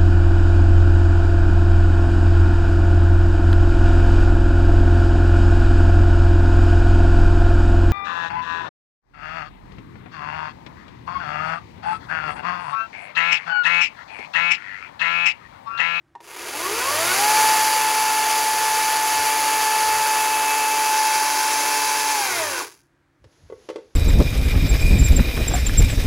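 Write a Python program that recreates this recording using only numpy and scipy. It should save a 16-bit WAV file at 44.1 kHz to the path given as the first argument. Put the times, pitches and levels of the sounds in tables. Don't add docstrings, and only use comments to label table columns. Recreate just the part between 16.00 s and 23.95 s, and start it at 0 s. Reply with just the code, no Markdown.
import sys
import numpy as np
from scipy import signal
from scipy.fft import rfft, irfft, next_fast_len
from scipy.io import wavfile
from scipy.ndimage import map_coordinates

SR = 44100
rng = np.random.default_rng(int(sys.argv[2]) if len(sys.argv) > 2 else 0)


def to_wav(sig):
    pcm = np.clip(np.atleast_2d(sig), -1, 1) * 32767
    pcm = np.round(pcm).astype(np.int16)
    wavfile.write(sys.argv[1], SR, pcm.T)


N = 350683
TIME = np.arange(N) / SR


def amp(db):
    return 10 ** (np.asarray(db) / 20)


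def unit(x):
    return x / np.sqrt(np.mean(x ** 2) + 1e-20)


def along(points, hz):
    point_hz, values = np.transpose(points)
    return np.interp(np.log(hz + 1), np.log(point_hz + 1), values)


def over_time(points):
    return np.interp(TIME, *np.transpose(points))


def levels(rows):
    times = np.transpose(rows)[0]
    outside = np.abs(TIME - np.clip(TIME, times[0], times[-1]))
    return amp(over_time(rows)) * np.exp(-outside / 0.012)


def wobble(rate):
    knots = rng.standard_normal(int(N * rate / SR) + 4)
    return map_coordinates(knots, [TIME * rate])


def filtered(x, response):
    size = next_fast_len(N + SR // 2)
    return irfft(rfft(x, size) * response(np.fft.rfftfreq(size, 1 / SR)), size)[:N]


def coloured(x, spectrum):
    return unit(filtered(x, lambda hz: amp(along(spectrum, hz))))


def noise():
    return rng.standard_normal(N)


def lagged(x, seconds):
    keep = np.exp(-1 / (seconds * SR))
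    return signal.lfilter([1 - keep], [1, -keep], x)


def tone(turns, flutter, flutter_rate):
    carrier = np.exp(2j * np.pi * (turns + rng.random()))
    modulation = 1 + flutter * (wobble(flutter_rate) + 1j * wobble(flutter_rate))
    return np.sqrt(2) * (carrier * modulation).real


# (frequency [Hz], 60 dB decay time [s])
ROOM_DECAY = [(150, 0.35), (1000, 0.26), (5000, 0.39), (14000, 0.17)]


def room(x):
    hz, t, bins = signal.stft(rng.standard_normal(SR // 2), SR, nperseg=256)
    decay = amp(-60 * t / along(ROOM_DECAY, hz)[:, None])
    tail = signal.istft(bins * decay, SR, nperseg=256)[1]
    return signal.fftconvolve(x, tail / np.linalg.norm(tail))[:N]


# (frequency [Hz], relative level [dB])
AIR_SPECTRUM = [(15, -34.5), (25, -6), (106, -2), (142, -7), (231, -13), (344, 0), (383, -14.5),
                (1240, -16), (1580, -13), (2780, -25.5), (15000, -42.5)]
# (frequency [Hz], level [dB])
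HUM_LINES = [(140.0, -74.5), (279.9, -77), (355.3, -80)]


def background():
    hum = sum(amp(db) * tone(hz * TIME, flutter=.2, flutter_rate=6) for hz, db in HUM_LINES)
    return amp(-65.0) * coloured(noise(), AIR_SPECTRUM) + hum


START_S, RELEASE_S, BRAKE_S = .134, 6.1, 6.595
FULL_HZ = 145.0
RAMP_HZ_PER_S, COAST_HZ_PER_S = 135, 152
INERTIA_S = .066
BRAKING_S = .07


def shaft_speed():
    driven = np.clip(RAMP_HZ_PER_S * (TIME - START_S), 0, FULL_HZ)
    lost = COAST_HZ_PER_S * np.maximum(TIME - RELEASE_S, 0)
    brake = np.clip(1 - (TIME - BRAKE_S) / BRAKING_S, 0, 1)
    return np.maximum(lagged(driven - lost, INERTIA_S), 0) * brake


def gliding(speed):
    return np.clip((FULL_HZ - speed) / 25, 0, 1)


SLACK_S = .205
SETTLE_AT_S, SETTLE_S = 1.46, 0.24


def loudness(speed, law):
    full_db, slope_db, strain_db = law
    strain = np.exp(-np.maximum(TIME - SETTLE_AT_S, 0) / SETTLE_S)
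    speed_db = slope_db * np.log10(speed / FULL_HZ + 1e-9)
    return amp(full_db + speed_db + strain_db * strain) * (TIME > SLACK_S)


# (level at full speed [dB], slope [dB per tenfold speed], rise under strain [dB])
IMPACT_LAW = (-26.5, 13.7, 3.55)
SLOW_HZ = 19


def rattle_force(speed):
    return loudness(speed, IMPACT_LAW) * speed / np.hypot(speed, SLOW_HZ)


LINGER_SHARE = .55


def lingering(gain, t60):
    reverberant = lagged(gain ** 2, t60 / np.log(1e6))
    return np.sqrt((1 - LINGER_SHARE) * gain ** 2 + LINGER_SHARE * reverberant)


# (time [s], share [0-1])
VIEW_PATH = [(3.9, 0.07), (4.6, .25), (5.1, 1)]


def behind_saw():
    return np.clip(over_time(VIEW_PATH), 0, 1)


# (time [s], depth [0-1])
CANCELLATION = [(3.3, 0.02), (4.05, 0.16), (4.5, 0.39), (5, 0.08)]


def shadow_depth():
    return over_time(CANCELLATION)


# (frequency [Hz], in passing [dB], behind the saw [dB])
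PLACE_RESPONSE = [(120, 0, 0), (145, -2, -6), (230, -2, -5), (290, -2, 1.5), (370, 0, 3), (435, 6, -3),
                  (579, -0.5, 0), (870, -0.5, 0), (1015, 4.5, 0.5), (1305, 4, -1.5), (1500, 0, 1),
                  (1740, -0.5, -2.5), (2000, 0, 2), (2320, 0.5, -1), (2610, 9.5, 1), (3000, 0, 0.5)]


def place_db(tone_hz):
    hz, passing_db, behind_db = np.transpose(PLACE_RESPONSE)
    shadow = shadow_depth()
    passing = shadow / shadow.max()
    return np.interp(tone_hz, hz, passing_db) * passing + np.interp(tone_hz, hz, behind_db) * behind_saw()


def blows(events, modes, crack_t60, crack_hz):
    out, t = np.zeros(N + SR), np.arange(SR // 3) / SR
    pole = np.exp(-2 * np.pi * crack_hz / SR)
    for start_s, db, crack_db in events:
        ring = np.zeros(len(t))
        for hz, mode_db, t60 in modes:
            decay = amp(mode_db + rng.normal(0, 1.5) - 60 * t / t60)
            ring += decay * np.sin(2 * np.pi * hz * t + rng.normal(0, .6))
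        crack = unit(signal.lfilter([1], [1, -pole], rng.standard_normal(len(t))))
        crack *= amp(crack_db - 6.5 - 60 * t / crack_t60)
        sound = .5 * ring * (1 - np.exp(-t / 0.0025)) + crack * (1 - np.exp(-t / 0.0017))
        out[round(start_s * SR):][:len(t)] += amp(db) * sound
    return filtered(out[:N], lambda hz: (1j * hz / (150 + 1j * hz)) ** 2 / (1 + (hz / 8000) ** 4))


# (time [s], relative level [dB], relative crack level [dB])
TRIGGER_BLOWS = [(.1515, -29.5, -6), (.159, -33, -21), (.203, -39, 6)]
# (frequency [Hz], relative level [dB], 60 dB decay time [s])
TRIGGER_RINGING = [(396, -10, .05), (844, 2, 0.052), (946, 12, 0.032), (1040, 2, 0.033), (1810, -4, 0.033),
                   (2850, -23, .03)]


def trigger_clicks():
    return blows(TRIGGER_BLOWS, TRIGGER_RINGING, crack_t60=0.027, crack_hz=2200)


TEETH = 6
# (multiple of the tooth rate, relative level [dB], flutter [0-1], change while coasting [dB])
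TOOTH_TONES = [(1, -22, .075, -.5), (2, -35.5, .22, -4.5), (3, -40, .26, 5)]
# (frequency [Hz], relative level [dB])
WHINE_RADIATION = [(180, -42), (330, -12), (440, -5), (510, -18.5), (590, -9), (650, -6), (730, -20),
                   (800, -5.5), (870, -1), (950, -3.5), (1040, 1), (1170, 1), (1290, -10), (1480, -1),
                   (1560, -7), (1750, -7.5), (2000, -7), (2600, -9)]
# (time [s], change in level [dB])
TOOTH_SWELL = [(1.1, -2), (1.38, 1.5), (1.7, -0.5), (3.5, -0.6), (3.85, 1.5), (4.2, 0.1), (4.75, 0.1),
               (5, 1.7), (5.4, -2.5), (6.05, -4), (6.3, 1.5)]
# (level at full speed [dB], slope [dB per tenfold speed], rise under strain [dB])
SPROCKET_LAW = (0, 20.7, 3.1)


def sprocket(speed, turns):
    coasting = gliding(speed) * (TIME > RELEASE_S)
    out = np.zeros(N)
    for multiple, db, flutter, coast_db in TOOTH_TONES:
        order = TEETH * round(multiple)
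        body_db = along(WHINE_RADIATION, order * speed) - along(WHINE_RADIATION, order * FULL_HZ)
        swell_db = over_time(TOOTH_SWELL) if order == TEETH else 1.1 * wobble(5)
        gain = amp(db + body_db + place_db(order * speed) + swell_db + coast_db * coasting)
        out += gain * tone(order * turns, flutter, flutter_rate=47)
    return out * loudness(speed, SPROCKET_LAW)


# (frequency [Hz], relative level [dB])
HOUSING_RESPONSE = [(30, -42.5), (65, -17), (190, -19.5), (270, -10), (360, -1.5), (500, -4), (740, -2),
                    (930, 7), (1200, 2), (2100, 1.5), (2550, 2.5), (2950, -6), (3800, -10), (6000, -20.5)]
# (multiple of the shaft rate, relative level [dB])
SHAFT_ORDERS = [(2.0, -48), (3.0, -43), (4.0, -47), (5.0, -48), (5.5, -46), (6.5, -45), (7.0, -39),
                (7.5, -47), (8.0, -48), (9.0, -41), (9.5, -48), (10.0, -45), (10.5, -50), (11.0, -47),
                (11.5, -44), (13.0, -50), (13.5, -47), (15.0, -45), (15.5, -49), (16.0, -40), (19.0, -47),
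                (21.0, -48), (24.0, -49), (30.0, -48), (31.0, -51), (32.0, -46), (34.5, -51)]
# (level at full speed [dB], slope [dB per tenfold speed], rise under strain [dB])
UNBALANCE_LAW = (-57, 5, 4)
# (frequency [Hz], level [dB])
FLOOR_RESPONSE = [(30, -30), (62, -6), (85, 5), (120, 4), (145, 0.5)]
SLACK_DB = 2.5


def motor(speed, turns):
    out = np.zeros(N)
    for order, db in SHAFT_ORDERS:
        body_db = along(HOUSING_RESPONSE, order * speed) - along(HOUSING_RESPONSE, order * FULL_HZ)
        sharpness = (speed / FULL_HZ) ** (order / 11)
        drift_db = 2.1 * wobble(2.5)
        gain = sharpness * amp(db + body_db + place_db(order * speed) + drift_db)
        out += gain * np.sin(2 * np.pi * (order * turns + rng.random()) + 0.2 * wobble(30))
    orders = amp(0.87 + SLACK_DB * gliding(speed)) * out * unit(rattle_force(speed))
    drone_gain = loudness(speed, UNBALANCE_LAW) * amp(along(FLOOR_RESPONSE, speed) + place_db(speed))
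    return orders + drone_gain * tone(turns, flutter=.12, flutter_rate=12)


def link_hits(speed, turns, per_turn, scatter_db, turn_depth, tooth_depth):
    pace = speed + 10
    struck = rng.random(N) < per_turn * pace / SR
    sizes = np.sign(noise()) * amp(scatter_db * rng.uniform(-0.89, 1, N))
    hits = unit(struck * sizes / np.sqrt(pace))
    beat = 1 + turn_depth * np.cos(2 * np.pi * turns) + tooth_depth * np.cos(2 * np.pi * TEETH * turns)
    return (hits + .5 * noise()) * beat


def delayed_copies(x, count):
    delays = rng.integers(SR // 900, SR // 130, count)
    return x + .17 * sum(np.pad(x, (d, 0))[:N] for d in delays)


# (frequency [Hz], width [Hz], relative level [dB])
BAR_RESONANCES = [(4640, 35, -1), (5880, 40, -7), (6336, 30, 0), (10487, 45, -5)]


def bar_ring(hits):
    def response(hz):
        return sum(amp(db) * 1j * hz * width / (centre ** 2 - hz ** 2 + 1j * hz * width)
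                   for centre, width, db in BAR_RESONANCES)
    return unit(filtered(hits, response))


# (frequency [Hz], relative level [dB])
SIDE_SPECTRUM = [(1800, -32), (3100, -3.5), (3750, -7.5), (4300, -3.5), (4700, 3), (5500, -3.5),
                 (6200, 1.5), (7300, 0), (8250, -9.5), (9500, 0), (10600, 0), (12300, -4), (14300, -12.5),
                 (16000, -10.5)]
REAR_SPECTRUM = [(1800, -38), (3100, -7.5), (3750, -5.5), (4300, 0.5), (4900, 4), (5500, 3), (6200, 4.5),
                 (7300, 1), (8250, -7.5), (9500, 0), (10600, 2), (12300, -4.5), (14300, -15), (16000, -9)]
# (level at full speed [dB], slope [dB per tenfold speed], rise under strain [dB])
GROOVE_LAW = (-25, 24, 3.1)


def chain(speed, turns):
    rattle_gain = lingering(rattle_force(speed), t60=0.28)
    hiss_gain = lingering(loudness(speed, GROOVE_LAW), t60=.34)
    hits = link_hits(speed, turns, per_turn=42, scatter_db=3.0, turn_depth=0.082, tooth_depth=0.075)
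    whip = amp(.35 * wobble(28))
    side, rear = delayed_copies(hits, count=6), delayed_copies(hits, count=6)
    behind = behind_saw()
    housing = coloured((1 - behind) * side + behind * rear, HOUSING_RESPONSE)
    rattle = amp(-1.5) * rattle_gain * housing
    hiss = (1 - behind) * coloured(side, SIDE_SPECTRUM) + behind * coloured(rear, REAR_SPECTRUM)
    steel = amp(-0.7) * hiss + amp(-21.5) * bar_ring(hits)
    # (frequency [Hz], share [0-1])
    notches = [(3300, 0), (3800, 0.48), (4600, 0.92), (5000, 0.45), (5450, 0.93), (6100, 0.14)]
    steel -= shadow_depth() * filtered(steel, lambda hz: along(notches, hz))
    return whip * (rattle + hiss_gain * steel)


# (level at full speed [dB], slope [dB per tenfold speed], rise under strain [dB])
SHELL_NOISE_LAW = (-46, 6, 2)
BOOM_HZ, BOOM_WIDTH_HZ, BOOM_DB = 440, 55, 8
JOLT_DB, JOLT_S = -36, 0.018


def shell(speed, turns):
    in_tune = sum(np.exp(-((k * TEETH * speed - BOOM_HZ) / BOOM_WIDTH_HZ) ** 2) for k in (1, 2))
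    jolt = amp(JOLT_DB) * np.exp(-((TIME - BRAKE_S - JOLT_S) / JOLT_S) ** 2)
    driven = loudness(speed, SHELL_NOISE_LAW) * amp(BOOM_DB * in_tune)
    gain = lingering(driven + jolt, t60=.2)
    slaps = noise() * (1 + 0.33 * np.cos(2 * np.pi * turns))
    mode = [(150, -40.5), (270, -19), (345, 4.0), (420, 0.0), (520, -5.5), (900, -38)]
    return gain * coloured(slaps, mode)


# (time [s], level [dB], Gaussian width [s])
HAND_BUMPS = [(3.201, -47, 0.037), (3.93, -45, .045), (7.235, -54, 0.02), (7.264, -47.5, 0.0088),
              (7.44, -51, 0.025), (7.55, -56, .05), (7.91, -65, .03)]


def hand_bumps():
    swell = sum(amp(db) * np.exp(-.5 * ((TIME - s) / width) ** 2) for s, db, width in HAND_BUMPS)
    dull = [(20, -16), (50, 0.5), (110, -1.0), (220, -17.0), (700, -66.5)]
    return swell * coloured(noise(), dull)


# (time [s], level [dB])
SLIDE_LEVEL = [(7.1, -96), (7.29, -68), (7.33, -62.5), (7.55, -63), (7.65, -57), (7.8, -66), (7.95, -64.5)]
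# (frequency [Hz], relative level [dB])
SCRAPE_SPECTRUM = [(200, 1), (450, 7), (1200, -3), (3000, -4.5), (6700, -3), (8200, -20), (10500, -8),
                   (13000, -24), (16000, -45)]


def charger_slide():
    return levels(SLIDE_LEVEL) * coloured(noise(), SCRAPE_SPECTRUM)


# (time [s], relative level [dB], relative crack level [dB])
CHARGER_BLOWS = [(7.241, -39, 0), (7.499, -28, -15), (7.523, -25, -19), (7.688, -15.5, -8), (7.7, -18, -7),
                 (7.712, -36, -12), (7.758, -18, -8.5), (7.782, -25.5, -22)]
# (frequency [Hz], relative level [dB], 60 dB decay time [s])
CHARGER_RINGING = [(343, -10, 0.11), (404, -1, 0.066), (443, 5, 0.056), (503, 1.5, 0.073),
                   (560, -11, 0.075), (900, -12.5, 0.066), (1106, -11.5, 0.052), (1480, -16, .04),
                   (2030, -16, 0.046), (3230, -25, .03)]


def charger_knocks():
    return blows(CHARGER_BLOWS, CHARGER_RINGING, crack_t60=.045, crack_hz=1800)


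def scene():
    speed = shaft_speed()
    turns = np.cumsum(speed * (1 + 0.000593 * wobble(14))) / SR
    tones = sprocket(speed, turns) + motor(speed, turns)
    smear = .36 * room(tones * gliding(speed))
    saw = tones + smear + chain(speed, turns) + shell(speed, turns)
    taps = trigger_clicks() + charger_knocks()
    reverberant_taps = amp(-8.5) * room(taps)
    mono = background() + saw + taps + reverberant_taps + hand_bumps() + charger_slide()
    return np.array([mono, mono])


TOP_HZ = 15900


def record(dry):
    def response(hz):
        low_cut = hz ** 2 / np.sqrt(hz ** 4 + 44 ** 4)
        notch = 1 - np.exp(-((hz - 13450) / 560) ** 6)
        top = 1 / (1 + np.exp(np.minimum((hz - TOP_HZ) / 40, 50)))
        return low_cut * notch * top
    return np.array([filtered(channel, response) for channel in dry])


dry = scene()
out = record(dry)
to_wav(out)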